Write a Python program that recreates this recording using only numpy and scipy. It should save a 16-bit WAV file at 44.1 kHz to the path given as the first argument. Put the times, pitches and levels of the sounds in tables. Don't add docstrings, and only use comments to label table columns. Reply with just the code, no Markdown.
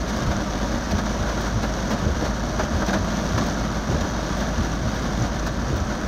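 import sys
import numpy as np
from scipy import signal
from scipy.fft import rfft, irfft, next_fast_len
from scipy.io import wavfile

SR = 44100
rng = np.random.default_rng(int(sys.argv[2]) if len(sys.argv) > 2 else 0)


def wav_out(sig):
    wavfile.write(sys.argv[1], SR, np.round(np.clip(np.atleast_2d(sig).T, -1, 1) * 32767).astype(np.int16))


N = 267687
TIME = np.arange(N) / SR

# (time [s], relative level [dB])
DOWNPOUR = [(0.0, -38.5), (0.49, -38.5), (1.4, -38), (2.64, -39), (3.08, -37), (3.92, -39), (4.24, -38),
            (6.07, -41)]
# (frequency [Hz], relative density [dB per Hz])
ROOF_COLOUR = [(110, -23.5), (160, -12.5), (200, -2), (240, -6.5), (268, -10.5), (305, -8), (390, -15),
               (480, -14), (620, -10), (800, -16.5), (1270, -21), (1720, -20), (1830, -26.5), (2300, -34.5)]
GLASS_COLOUR = [(900, -4), (1750, -0.5), (2150, -2), (2800, -4), (3300, -2), (5300, -3), (5950, 1.5),
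                (6950, -7.5), (7300, -25), (8150, -16.5), (9600, -26), (12000, -23.5), (13300, -22),
                (15500, -33)]
# (frequency [Hz], width [Hz], lift [dB])
ROOF_MODES = [(570, 28, 2.5), (706, 12, 0), (960, 35, 5), (1175, 124, 4), (1432, 93, 5)]
GLASS_MODES = [(3456, 55, 5.1), (3744, 71, 5.2), (4300, 98, 3.2)]
# (frequency [Hz], relative density [dB per Hz])
TICK_COLOUR = [(6000, -8), (8200, 10), (10500, -5), (13000, -3), (15600, -6)]
PING_COLOUR = [(3000, -12), (5300, -6), (5900, 7), (6600, 0.5), (7300, -22.5)]
ROOF_DB, ROOF_FOLLOWS = -28, 0.46
PATTER_DB, PINGS_DB = 0.5, -10.5

# (time [s], peak level [dB], pitch [Hz])
ROOF_TAPS = [(0.811, -23, 565), (1.777, -28, 668), (2.818, -22, 1540), (2.896, -21, 1600),
             (3.101, -36, 611), (3.305, -25, 635), (4.192, -26, 714)]
TAPS_PER_S, TAPS_DB, TAP_T60_S = 110, -44.5, 0.055

ENGINE_HZ, ENGINE_DB = 54.04, -30.5
# (frequency [Hz], relative density [dB per Hz])
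ROAD_COLOUR = [(15, -6.5), (25, -13), (33, -6), (46, -2), (68, 0), (95, -3.5), (130, -1), (180, -6.5),
               (300, -31), (700, -45)]

# (time [s], base length [s], thud [dB], knock [dB], splash [dB], spray [dB])
SPLATS = [(0.312, 0.019, -33, -34.5, -38, -60), (0.908, 0.027, -28.5, -43, -33.5, -50.5),
          (0.981, 0.025, -28, -31.5, -33, -51), (1.288, 0.033, -29, -35, -38, -60),
          (1.629, .026, -31, -33, -34, -53.5), (1.903, 0.052, -31, -33.5, -35, -49),
          (2.222, 0.019, -23, -32.5, -41, -60), (2.59, 0.025, -24, -27, -34, -61),
          (2.818, 0.021, -25.5, -29.5, -37, -56), (2.88, 0.033, -25, -35, -33, -56),
          (2.93, 0.032, -21, -27.5, -30.5, -53), (3.376, 0.024, -25, -30, -29.5, -62),
          (4.006, 0.017, -30, -40, -32, -56), (4.041, 0.028, -27, -39, -46, -58),
          (4.4, 0.047, -28, -33, -37.5, -55), (4.483, 0.022, -33, -37, -39, -60),
          (5.463, 0.028, -31, -32.5, -34, -45)]
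# (time [s], relative spray level [dB])
SPITS = [(0.087, -52), (0.164, -50), (1.407, -48), (2.862, -49), (3.462, -49), (4.368, -52), (4.943, -53),
         (5.759, -47.5)]
# (frequency [Hz], relative density [dB per Hz])
THUD_COLOUR = [(130, 0), (230, 11), (305, 12), (420, 3.5), (620, 10.5), (800, 2.5), (1000, -3)]
KNOCK_COLOUR = [(650, -12), (900, 2), (1300, 4), (1680, 3.5), (1900, -5.5), (2500, -17)]
SPRAY_COLOUR = [(6000, -35), (8000, 10), (10300, -8), (12800, 8), (15600, 5)]
SPIT_S, SPIT_SPLASH_DB = 0.028, 7

# (start time [s], strength [dB], extra rub of the first flip [dB])
WIPER_CYCLES = [(0.28, 0.5, -2), (2.078, 0.5, 2), (3.93, -0.5, 4), (5.742, 1, 0)]
# (time into the cycle [s], boom [dB], pitch [Hz], half length [s], rubber rub [dB])
WIPER_THUMPS = [(-0.14, -34.5, 216, .02, -47), (-0.012, -26.5, 127, 0.024, -26.5),
                (0.02, -24, 73, 0.023, -34.5), (0.092, -26.5, 76, 0.017, -35), (0.673, -22, 85, 0.024, -33),
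                (0.68, -28.5, 205.4, 0.032, -46), (0.934, -27, 99, 0.022, -36),
                (1.287, -21.5, 120, .019, -36), (1.316, -33, 74.4, .018, -37)]
# (frequency [Hz], relative density [dB per Hz])
RUBBER_COLOUR = [(35, -32.5), (70, 5.5), (140, 3.5), (250, -2.5), (440, -6.5), (600, -16), (900, -33.5)]
FIRST_FLIP_S = 0.05

# (time [s], relative level [dB])
HARD_DROPS = [(0.783, -33), (0.918, -35), (2.864, -28), (3.170, -29), (3.498, -30), (5.222, -30.5),
              (5.395, -30)]
HARD_DROP_DB = 19.5

PASS_S, PASS_GLIDE_S = 2.98, 0.157
APPROACH_HZ, LEAVE_HZ = 206.4, 164.2
BIKE_DB, BIKE_LOUDEST_S = -32.5, 2.8
BIKE_RISE_DB_PER_S, BIKE_FADE_DB_PER_S = 58, 4.5

CUTOFF_HZ = 15750


def from_db(db):
    return 10 ** (np.asarray(db) / 20)


def rms_one(x):
    return x / np.sqrt(np.mean(x ** 2) + 1e-20)


def in_time(rows):
    s, *columns = np.transpose(rows)
    return [np.interp(TIME, s, c) for c in columns]


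def drift(rate):
    hz = np.arange(N // 2 + 1) * SR / N
    spectrum = rfft(rng.standard_normal(N)) / (1 + (hz / rate) ** 4)
    return rms_one(irfft(spectrum, N))


def coloured(x, spectrum):
    size = 2 * next_fast_len(N)
    octave = np.log2(np.maximum(np.arange(size // 2 + 1) * SR / size, 1))
    hz, level_db = np.transpose(spectrum)
    outside = np.abs(octave - np.clip(octave, np.log2(hz[0]), np.log2(hz[-1])))
    curve_db = np.interp(octave, np.log2(hz), level_db) - 24 * outside
    gain = rms_one(from_db(curve_db))
    cepstrum = irfft(np.log(gain))[:size // 2]
    cepstrum[1:] *= 2
    return irfft(rfft(x, size) * np.exp(rfft(cepstrum, size)))[:N]


def resonant(x, modes):
    total = x
    for hz, width, lift_db in modes:
        b, a = signal.iirpeak(hz, hz / width, fs=SR)
        total = total + (from_db(lift_db) - 1) * signal.lfilter(b, a, x)
    return total


def drops(per_s, spread_db):
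    at = np.flatnonzero(rng.random(N) < per_s / SR)
    size, sign = rng.random((2, N))[:, at]
    height_db = spread_db * np.minimum(-np.log(size), 4.5)
    clicks = np.zeros(N)
    clicks[at] = from_db(height_db) * np.sign(sign - 0.5)
    return rms_one(clicks)


def cabin(x, t60, wet_db):
    age = TIME[:SR // 10]
    echoes = rng.standard_normal(len(age)) * from_db(-60 * age / t60)
    response = from_db(wet_db) * echoes / np.sqrt(np.sum(echoes ** 2))
    response[0] += 1
    return signal.fftconvolve(x, response / np.sqrt(np.sum(response ** 2)))[:N]


def panel(per_s, spread_db, t60, wet_db, count=8):
    spots = (cabin(drops(per_s / count, spread_db), t60, wet_db) for spot in range(count))
    return rms_one(sum(spots))


def rain():
    downpour_db, = in_time(DOWNPOUR)
    roof_db = ROOF_DB + ROOF_FOLLOWS * (downpour_db - downpour_db.mean())
    flurry = drift(9.0)
    shared = panel(per_s=900, spread_db=4.0, t60=0.03, wet_db=4.0)
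    roof = panel(per_s=4000, spread_db=2.5, t60=0.064, wet_db=7, count=12) + from_db(-7) * shared
    glass = panel(per_s=6000, spread_db=3.0, t60=0.062, wet_db=-4.5, count=4) + from_db(-5.5) * shared
    ticks = panel(per_s=260, spread_db=3.5, t60=0.027, wet_db=5, count=4)
    pings = panel(per_s=260, spread_db=4.0, t60=0.012, wet_db=-11.0, count=4)

    drumming = coloured(resonant(rms_one(roof), ROOF_MODES), ROOF_COLOUR)
    drumming *= from_db(roof_db + 0.8 * flurry)
    glass = rms_one(glass + from_db(-14.5) * ticks)
    patter = coloured(resonant(glass, GLASS_MODES), GLASS_COLOUR)
    patter *= from_db(downpour_db + PATTER_DB + 0.82 * flurry)
    fine_ticks = coloured(ticks, TICK_COLOUR) * from_db(-63.0)
    hard_pings = coloured(pings, PING_COLOUR) * from_db(downpour_db + PINGS_DB)
    return drumming + patter + fine_ticks + hard_pings


def ring(clicks, hz, t60):
    r = from_db(-60 / (t60 * SR))
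    w = 2 * np.pi * hz / SR
    return signal.lfilter([0, np.sin(w)], [1, -2 * r * np.cos(w), r * r], clicks + 1e-18)


def roof_taps(low_hz=520, high_hz=1750, count=22):
    light, heavy = np.zeros((2, N))
    for hz in np.geomspace(low_hz, high_hz, count):
        light += ring(drops(TAPS_PER_S / count, spread_db=1.5), hz, TAP_T60_S)
    for s, peak_db, hz in ROOF_TAPS:
        click = signal.unit_impulse(N, round(s * SR))
        heavy += from_db(peak_db) * ring(click, hz, TAP_T60_S)
    return from_db(TAPS_DB) * rms_one(light) + heavy


def engine():
    phase = 2 * np.pi * ENGINE_HZ * TIME + 0.3 * drift(0.69)
    hum = from_db(ENGINE_DB + 0.28 * drift(11.0)) * np.sqrt(2) * np.sin(phase)
    road = from_db(-31.5) * coloured(rng.standard_normal(N), ROAD_COLOUR)
    return hum + road


def splats(rise_s=0.0014, splash_share=0.7, spray_share=0.42, slap=0.47, slap_s=0.003):
    def scatter(s, length_s):
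        age = np.maximum(TIME - s, 0)
        return (1 - np.exp(-age / rise_s)) / (1 + (age / length_s) ** 4)

    thud, knock, splash, spray = np.zeros((4, N))
    for s, length_s, thud_db, knock_db, splash_db, spray_db in SPLATS:
        landing = scatter(s, length_s) + slap * scatter(s, slap_s)
        thud += from_db(thud_db) * landing
        knock += from_db(knock_db) * landing
        splash += from_db(splash_db) * scatter(s, splash_share * length_s)
        spray += from_db(spray_db) * scatter(s, spray_share * length_s)
    for s, spray_db in SPITS:
        splash += from_db(spray_db + SPIT_SPLASH_DB) * scatter(s, SPIT_S)
        spray += from_db(spray_db) * scatter(s, spray_share * SPIT_S)

    droplets = drops(per_s=3000, spread_db=0.5)
    burst = coloured(thud * droplets, THUD_COLOUR) + coloured(knock * droplets, KNOCK_COLOUR)
    splashes = splash * drops(per_s=5600, spread_db=-0.5)
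    burst += coloured(resonant(splashes, GLASS_MODES), GLASS_COLOUR)
    fine = coloured(spray * drops(per_s=9400, spread_db=-1.0), SPRAY_COLOUR)
    return cabin(burst, t60=0.081, wet_db=-18.0) + fine


def wipers(waver=0.72):
    boom, rub = np.zeros((2, N))
    judder = waver * drift(39)
    for start_s, strength_db, flip_db in WIPER_CYCLES:
        phases = rng.random(len(WIPER_THUMPS))
        for (after_s, boom_db, hz, half_s, rub_db), phase in zip(WIPER_THUMPS, phases):
            near = np.abs(TIME - start_s - after_s) < 5 * half_s
            lag = TIME[near] - start_s - after_s
            push = from_db(strength_db) * np.exp(-0.5 * (lag / half_s) ** 2)
            tone = np.sqrt(2) * np.sin(2 * np.pi * (hz * lag + phase) + judder[near])
            boom[near] += from_db(boom_db) * push * tone
            extra_db = flip_db * (abs(after_s) < FIRST_FLIP_S)
            rub[near] += from_db(rub_db + extra_db) * push
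    return boom + rub * coloured(rng.standard_normal(N), RUBBER_COLOUR)


def hard_drops():
    clicks = np.zeros(N)
    for s, level_db in HARD_DROPS:
        clicks[round(s * SR)] = from_db(level_db)
    return from_db(HARD_DROP_DB) * cabin(coloured(clicks, PING_COLOUR), t60=0.018, wet_db=7)


def motorbike():
    gone_by = 0.5 + 0.5 * np.tanh((TIME - PASS_S) / PASS_GLIDE_S)
    hz = APPROACH_HZ + (LEAVE_HZ - APPROACH_HZ) * gone_by
    since = TIME - BIKE_LOUDEST_S
    level_db = BIKE_DB + np.minimum(BIKE_RISE_DB_PER_S * since, -BIKE_FADE_DB_PER_S * since)
    phase = 2 * np.pi * np.cumsum(hz * (1 + 0.0061 * drift(7.7))) / SR
    return from_db(level_db + 0.85 * drift(11)) * np.sqrt(2) * np.sin(phase)


def scene():
    mix = rain() + roof_taps() + engine() + splats() + wipers() + hard_drops() + motorbike()
    return mix[None]


def record(dry):
    low_pass = signal.ellip(14, 0.1, 90, CUTOFF_HZ, fs=SR, output="sos")
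    return signal.sosfilt(low_pass, dry)


dry = scene()
out = record(dry)
wav_out(out)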